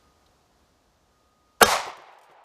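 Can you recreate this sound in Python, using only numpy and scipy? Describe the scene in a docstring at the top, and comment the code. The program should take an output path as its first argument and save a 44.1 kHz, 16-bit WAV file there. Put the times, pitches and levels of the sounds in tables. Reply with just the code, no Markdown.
"""Quiet outdoor air, a faint whine and drone and one dry tick; then a single pistol shot, heard near its target.
Filtered noise makes the air, and wavering sines make the whine and drone.
Short noise bursts make the bullet's crack, its slap into a bottle and a gelatin block, and the muzzle blast.
Fading sines add a short, rough ring; noise that dies at its own speed in each band makes the woods' answer.
More noise bursts make the block heave, flop back on the bench with a thud and settle with small wet ticks."""
import sys
import numpy as np
from scipy import signal
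from scipy.fft import rfft, irfft, next_fast_len
from scipy.io import wavfile
from scipy.ndimage import map_coordinates

SR = 44100
rng = np.random.default_rng(int(sys.argv[2]) if len(sys.argv) > 2 else 0)


def inscribe(sig):
    """Save sig as 16-bit PCM at rate SR to the path in sys.argv[1].

    A 1-D sig is mono; a 2-D sig holds one channel per row.
    Samples are clipped to [-1, 1] before scaling.
    """
    pcm = np.round(np.clip(np.atleast_2d(sig).T, -1, 1) * 32767)
    wavfile.write(sys.argv[1], SR, pcm.astype(np.int16))


N = 107868  # length in samples

# Colour tables give only the balance between pitches: noise() evens out their loudness.
# t60 is the time a sound takes to fall by 60 dB.

# Quiet outdoor air: (frequency [Hz], relative level [dB])
AIR_COLOUR = [(15, -35.5), (25, -17), (50, -3), (75, -2), (120, -11), (243, -10), (394, -12), (729, -12.5),
              (1120, -15), (1400, -18.5), (2240, -25), (4500, -24), (6500, -26), (9000, -33),
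              (15000, -38.5)]
AIR_DB, AIR_FALL_DB_PER_S, AIR_WOBBLE_DB = -62.5, 2.5, 0.52
# Loudness of the distant whine: (time [s], level [dB])
WHINE_LEVEL = [(0, -72), (.07, -67.5), (.17, -77), (.23, -73.5), (.35, -80.5), (1.0, -85.5), (1.17, -72),
               (1.5, -70), (1.62, -72), (1.8, -80)]
WHINE_HZ, WHINE_DRIFT_HZ = 1237, 1.9
DRONE_HZ, DRONE_DRIFT_HZ = 722, 12
DRONE_DB, DRONE_FALL_DB_PER_S, DRONE_WOBBLE_DB = -72.5, 9.5, 3
# A dry stalk ticks: (start [s], level [dB], attack [s], hold [s], t60 [s])
RUSTLE = (.261, -61, .002, .003, .03)
# Colour of that tick: (frequency [Hz], relative level [dB])
RUSTLE_COLOUR = [(1500, -30), (2800, -10), (3700, 2), (4800, -8), (8000, -25)]

# All levels from here to the wet ticks are before this shared lift.
SHOT_LIFT_DB = 11
# Bullet crack, slap and muzzle blast, each: (start [s], level [dB], attack [s], hold [s], t60 [s])
CRACK = (1.6028, -25.5, 0.01, 0.0116, 0.04)
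SLAP = (1.6085, -8.3, .009, .0085, .042)
BLAST = (1.6256, -10.3, .0005, .006, .01)
# Their colours, each: (frequency [Hz], relative level [dB])
CRACK_COLOUR = [(100, -15), (450, 1), (1000, -1), (1600, 0), (2100, -16), (3000, -10), (6000, -11.5),
                (14000, -17.5)]
SLAP_COLOUR = [(40, -23.5), (140, -27), (210, -17.5), (310, -19.5), (470, -0.5), (620, -5.5), (720, 2),
               (810, 5.5), (1000, -8.5), (1520, -1.5), (1850, -18), (2150, -9.5), (2550, -19.5),
               (2950, -10), (3400, -37.5), (7000, -47), (12000, -48.5)]
BLAST_COLOUR = [(200, -16), (450, -1), (700, 2), (1100, -2), (1500, -1.5), (2200, -8.5), (3200, -4.5),
                (4200, 1.5), (6200, -1), (11000, -1), (15000, -7)]

# Low heaves of the block: (start [s], level [dB], attack [s], hold [s], t60 [s])
HEAVES = [(1.614, -34, .01, .01, .05), (1.654, -34.5, .008, 0.016, .06)]
# Colour of the heaves: (frequency [Hz], relative level [dB])
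HEAVE_COLOUR = [(20, -7.5), (45, -0.5), (90, -1), (140, -9.5), (300, -24.5), (1000, -62.5)]

# Short, rough ringing tones right after the hit: (frequency [Hz], level [dB], t60 [s])
RING_MODES = [(210, -23, .16), (415, -21, .16), (497, -17.5, .15), (580, -20.5, .15), (1158, -17.5, .115),
              (1222, -19.5, .11), (1362, -21, .12), (1642, -15, .115), (3202, -21, .125), (3700, -21, .125),
              (5400, -22, .125), (6140, -20.5, .115)]
RING_S, RING_ATTACK_S, RING_ROUGH_RAD = 1.622, 0.005, 0.3

# Scatter from the near trees: (frequency [Hz], relative level [dB])
WOODS_COLOUR = [(40, -21.5), (120, -22.5), (360, -24.5), (580, -6), (900, 0), (1200, -4), (1600, -11.5),
                (2100, -7.5), (2700, -13), (6000, -13.5), (10000, -22), (15000, -31)]
# How fast each pitch of it dies: (frequency [Hz], t60 [s])
WOODS_T60 = [(60, 0.36), (400, 0.74), (900, 0.62), (2500, 0.56), (6000, .41), (10000, .3), (14000, .22)]
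WOODS_S, WOODS_PEAK_S, WOODS_FADE_IN_S = 1.643, 1.723, 0.015
WOODS_DB, WOODS_RISE_DB, WOODS_GRAIN_DB = -22, 2.5, 1.5
# Returns from lines of trees: (start [s], level [dB], attack [s], hold [s], t60 [s])
ECHOES = [(1.677, -24.5, 0.0042, 0.007, 0.07), (1.716, -23.5, 0.0075, 0.023, 0.16),
          (1.864, -37, 0.01, 0.02, .12)]
# Colour of these returns: (frequency [Hz], relative level [dB])
ECHO_COLOUR = [(300, -33), (520, -4.5), (880, 1.5), (1200, -4.5), (1600, -15.5), (3000, -22), (8000, -43)]

# The far forest: (frequency [Hz], relative level [dB])
FAR_COLOUR = [(50, -35), (260, -23.5), (380, -8.5), (850, 0), (1300, -8.5), (2200, -11.5), (4200, -19),
              (7000, -32.5), (15000, -49)]
# How fast each pitch of it dies: (frequency [Hz], t60 [s])
FAR_T60 = [(100, 1.5), (400, 2.5), (850, 4.36), (2000, 2.46), (4000, 1.68), (8000, 1.7)]
FAR_S, FAR_PEAK_S, FAR_DB, FAR_WOBBLE_DB = 1.84, 1.91, -49.5, 2

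# The block flops on the bench: (start [s], level [dB], t60 [s])
LANDINGS = [(1.857, -42, 0.11), (1.965, -54.5, 0.19), (2.283, -59.5, 0.13)]
# Colour of the flops: (frequency [Hz], relative level [dB])
LANDING_COLOUR = [(40, -23), (90, -10), (160, -4.5), (250, -11), (380, 4), (550, -1.5), (1000, -15),
                  (3000, -18), (10000, -39)]
LANDING_ATTACK_S, LANDING_HOLD_S = 0.0096, 0.016
# Wet ticks of the settling block: (start [s], level [dB], t60 [s])
TICKS = [(1.857, -51, .025), (1.97, -52.5, 0.025), (2.019, -65, .04), (2.124, -66, .03),
         (2.137, -67, 0.028), (2.185, -60.5, 0.044), (2.212, -62, 0.07), (2.232, -62.5, 0.14),
         (2.311, -68.5, 0.11), (2.438, -63, .05)]
# Colour of the ticks: (frequency [Hz], relative level [dB])
TICK_COLOUR = [(500, -9), (3000, 0.5), (7500, 0), (14000, -6.5)]
TICK_ATTACK_S = 0.001

# Automatic gain control, peak rounding and top cut
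DUCK_THRESHOLD_DB, DUCK_MAX_DB, DUCK_RELEASE_S = -28, 11, 6.5
CEILING, TOP_HZ = 0.92, 15200


def amp(db):
    """Turn decibels into a gain."""
    return 10 ** (np.asarray(db) / 20)


def unit(x):
    """Scale a sound to an rms (average strength) of 1."""
    return x / np.sqrt(np.mean(x ** 2) + 1e-20)


def clock():
    """Give the time of each sample in seconds."""
    return np.arange(N) / SR


def along(points, hz):
    """Read a (frequency, value) table between its points, on a log frequency axis."""
    table_hz, values = np.transpose(points)
    return np.interp(np.log(hz + 1), np.log(table_hz + 1), values)


def wobble(rate):
    """Draw a smooth random curve around zero through `rate` random points a second."""
    return map_coordinates(rng.standard_normal(1024), [clock() * rate], mode="wrap")


def filtered(x, response):
    """Multiply each frequency of a sound by a gain."""
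    length = next_fast_len(N + SR // 2)  # spare room at the end
    spectrum = rfft(x, length) * response(np.fft.rfftfreq(length, 1 / SR))
    return irfft(spectrum, length)[:N]


def noise(colour):
    """Make steady noise with the given colour and an rms of 1."""
    return unit(filtered(rng.standard_normal(N), lambda hz: amp(along(colour, hz))))


def envelope(start, attack, hold, t60):
    """Shape loudness: a curved rise, a hold, then an exponential fade."""
    t = clock() - start
    rise = np.clip(t / attack, 0, 1) ** 2
    return rise * amp(-60 * np.maximum(t - attack - hold, 0) / t60)


def burst(colour, start, db, attack, hold, t60):
    """Make a puff of coloured noise whose held part has the given level."""
    shape = envelope(start, attack, hold, t60)
    puff = noise(colour) * shape
    # Even out the luck of the draw, so that each puff has the energy its shape calls for.
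    return amp(db) * puff * np.linalg.norm(shape) / np.linalg.norm(puff)


def tone(hz, drift_hz, rate):
    """Make a sine of rms 1 whose pitch wavers."""
    cycles = np.cumsum(hz + drift_hz * wobble(rate)) / SR
    return unit(np.sin(2 * np.pi * cycles))


def dying(x, start, t60s):
    """From the start time, fade each frequency at its own speed."""
    hz, t, bands = signal.stft(x, SR, nperseg=256)
    fade_db = -60 * np.maximum(t - start, 0) / along(t60s, hz)[:, None]
    return signal.istft(bands * amp(fade_db), SR, nperseg=256)[1][:N]


def air():
    """Quiet outdoor air: soft noise that slowly sinks and wavers a little."""
    level_db = AIR_DB - AIR_FALL_DB_PER_S * clock() + AIR_WOBBLE_DB * wobble(8)
    return amp(level_db) * noise(AIR_COLOUR)


def whine():
    """A faint distant whine: one nearly steady sine that swells and sinks."""
    level_db = np.interp(clock(), *np.transpose(WHINE_LEVEL))
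    return amp(level_db) * tone(WHINE_HZ, WHINE_DRIFT_HZ, rate=25)


def drone():
    """A faint drone: a lower, more unsteady sine that fades away."""
    level_db = DRONE_DB - DRONE_FALL_DB_PER_S * clock() + DRONE_WOBBLE_DB * wobble(5)
    return amp(level_db) * tone(DRONE_HZ, DRONE_DRIFT_HZ, rate=59)


def rustle():
    """A dry stalk in the weeds ticks once: a tiny burst of bright noise."""
    return burst(RUSTLE_COLOUR, *RUSTLE)


def shot():
    """The bullet's crack, its slap into the block, then the slower muzzle blast, each a noise burst."""
    crack = burst(CRACK_COLOUR, *CRACK)
    slap = burst(SLAP_COLOUR, *SLAP)
    blast = burst(BLAST_COLOUR, *BLAST)
    return crack + slap + blast


def heaves():
    """The gelatin swells and collapses: two low bursts of noise."""
    return sum(burst(HEAVE_COLOUR, *row) for row in HEAVES)


def ring():
    """Rough tones ring after the hit: fading sines, roughened by shaking their phase."""
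    t = clock() - RING_S
    total = np.zeros(N)
    for hz, db, t60 in RING_MODES:
        phase = 2 * np.pi * (hz * t + rng.random()) + RING_ROUGH_RAD * wobble(150)
        total += amp(db) * envelope(RING_S, RING_ATTACK_S, 0, t60) * np.sin(phase)
    return total


def near_woods():
    """Scatter from near trunks thickens as grainy noise, then dies band by band."""
    t = clock()
    scatter = unit(noise(WOODS_COLOUR) * amp(WOODS_GRAIN_DB * wobble(400)))
    swell_db = np.interp(t, [WOODS_S, WOODS_PEAK_S], [WOODS_DB - WOODS_RISE_DB, WOODS_DB])
    fade_in = np.clip((t - WOODS_S) / WOODS_FADE_IN_S, 0, 1)
    return dying(scatter, WOODS_PEAK_S, WOODS_T60) * amp(swell_db) * fade_in


def echoes():
    """Lines of trees send back separate echoes, each a noise burst."""
    return sum(burst(ECHO_COLOUR, *row) for row in ECHOES)


def far_roll():
    """The uneven loudness of the far forest, which fades in after the near woods."""
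    fade_in = np.interp(clock(), [FAR_S, FAR_PEAK_S], [0, 1])
    return amp(FAR_DB + FAR_WOBBLE_DB * wobble(25.09)) * fade_in


def far_wash():
    """The wash of the far forest: noise whose bands each fade at their own speed."""
    return dying(noise(FAR_COLOUR), FAR_PEAK_S, FAR_T60)


def woods():
    """The woods answer: near scatter, separate echoes and the rolling far forest."""
    near = near_woods()
    roll = far_roll()
    returns = echoes()
    return near + returns + roll * far_wash()


def flops():
    """The block flops back on the bench: dull bursts of noise."""
    return sum(burst(LANDING_COLOUR, start, db, LANDING_ATTACK_S, LANDING_HOLD_S, t60)
               for start, db, t60 in LANDINGS)


def wet_ticks():
    """The gelatin settles: small, bright noise bursts with a sudden start."""
    return sum(burst(TICK_COLOUR, start, db, TICK_ATTACK_S, 0, t60) for start, db, t60 in TICKS)


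def scene():
    """Add up everything that reaches the microphone, as one channel."""
    struck = shot() + ring() + heaves() + flops() + wet_ticks()
    loud = amp(SHOT_LIFT_DB) * (struck + woods())
    background = air() + whine() + drone() + rustle()
    return (loud + background)[None]


def record(dry):
    """Gain control ducks on a loud sound and recovers slowly; peaks are rounded; the top is cut off."""
    x, t = dry[0], clock()
    level_db = 20 * np.log10(np.abs(x) + 1e-9)
    over_db = np.clip(level_db - DUCK_THRESHOLD_DB, 0, DUCK_MAX_DB)
    recovery = np.exp(-t / DUCK_RELEASE_S)
    # Keep the strongest duck so far, shrinking as time passes.
    duck_db = np.maximum.accumulate(over_db / recovery) * recovery
    x = x * amp(-duck_db)
    x = x / (1 + np.abs(x / CEILING) ** 6) ** (1 / 6)
    return filtered(x, lambda hz: 1 / (1 + (hz / TOP_HZ) ** 100))[None]


dry = scene()
out = record(dry)
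inscribe(out)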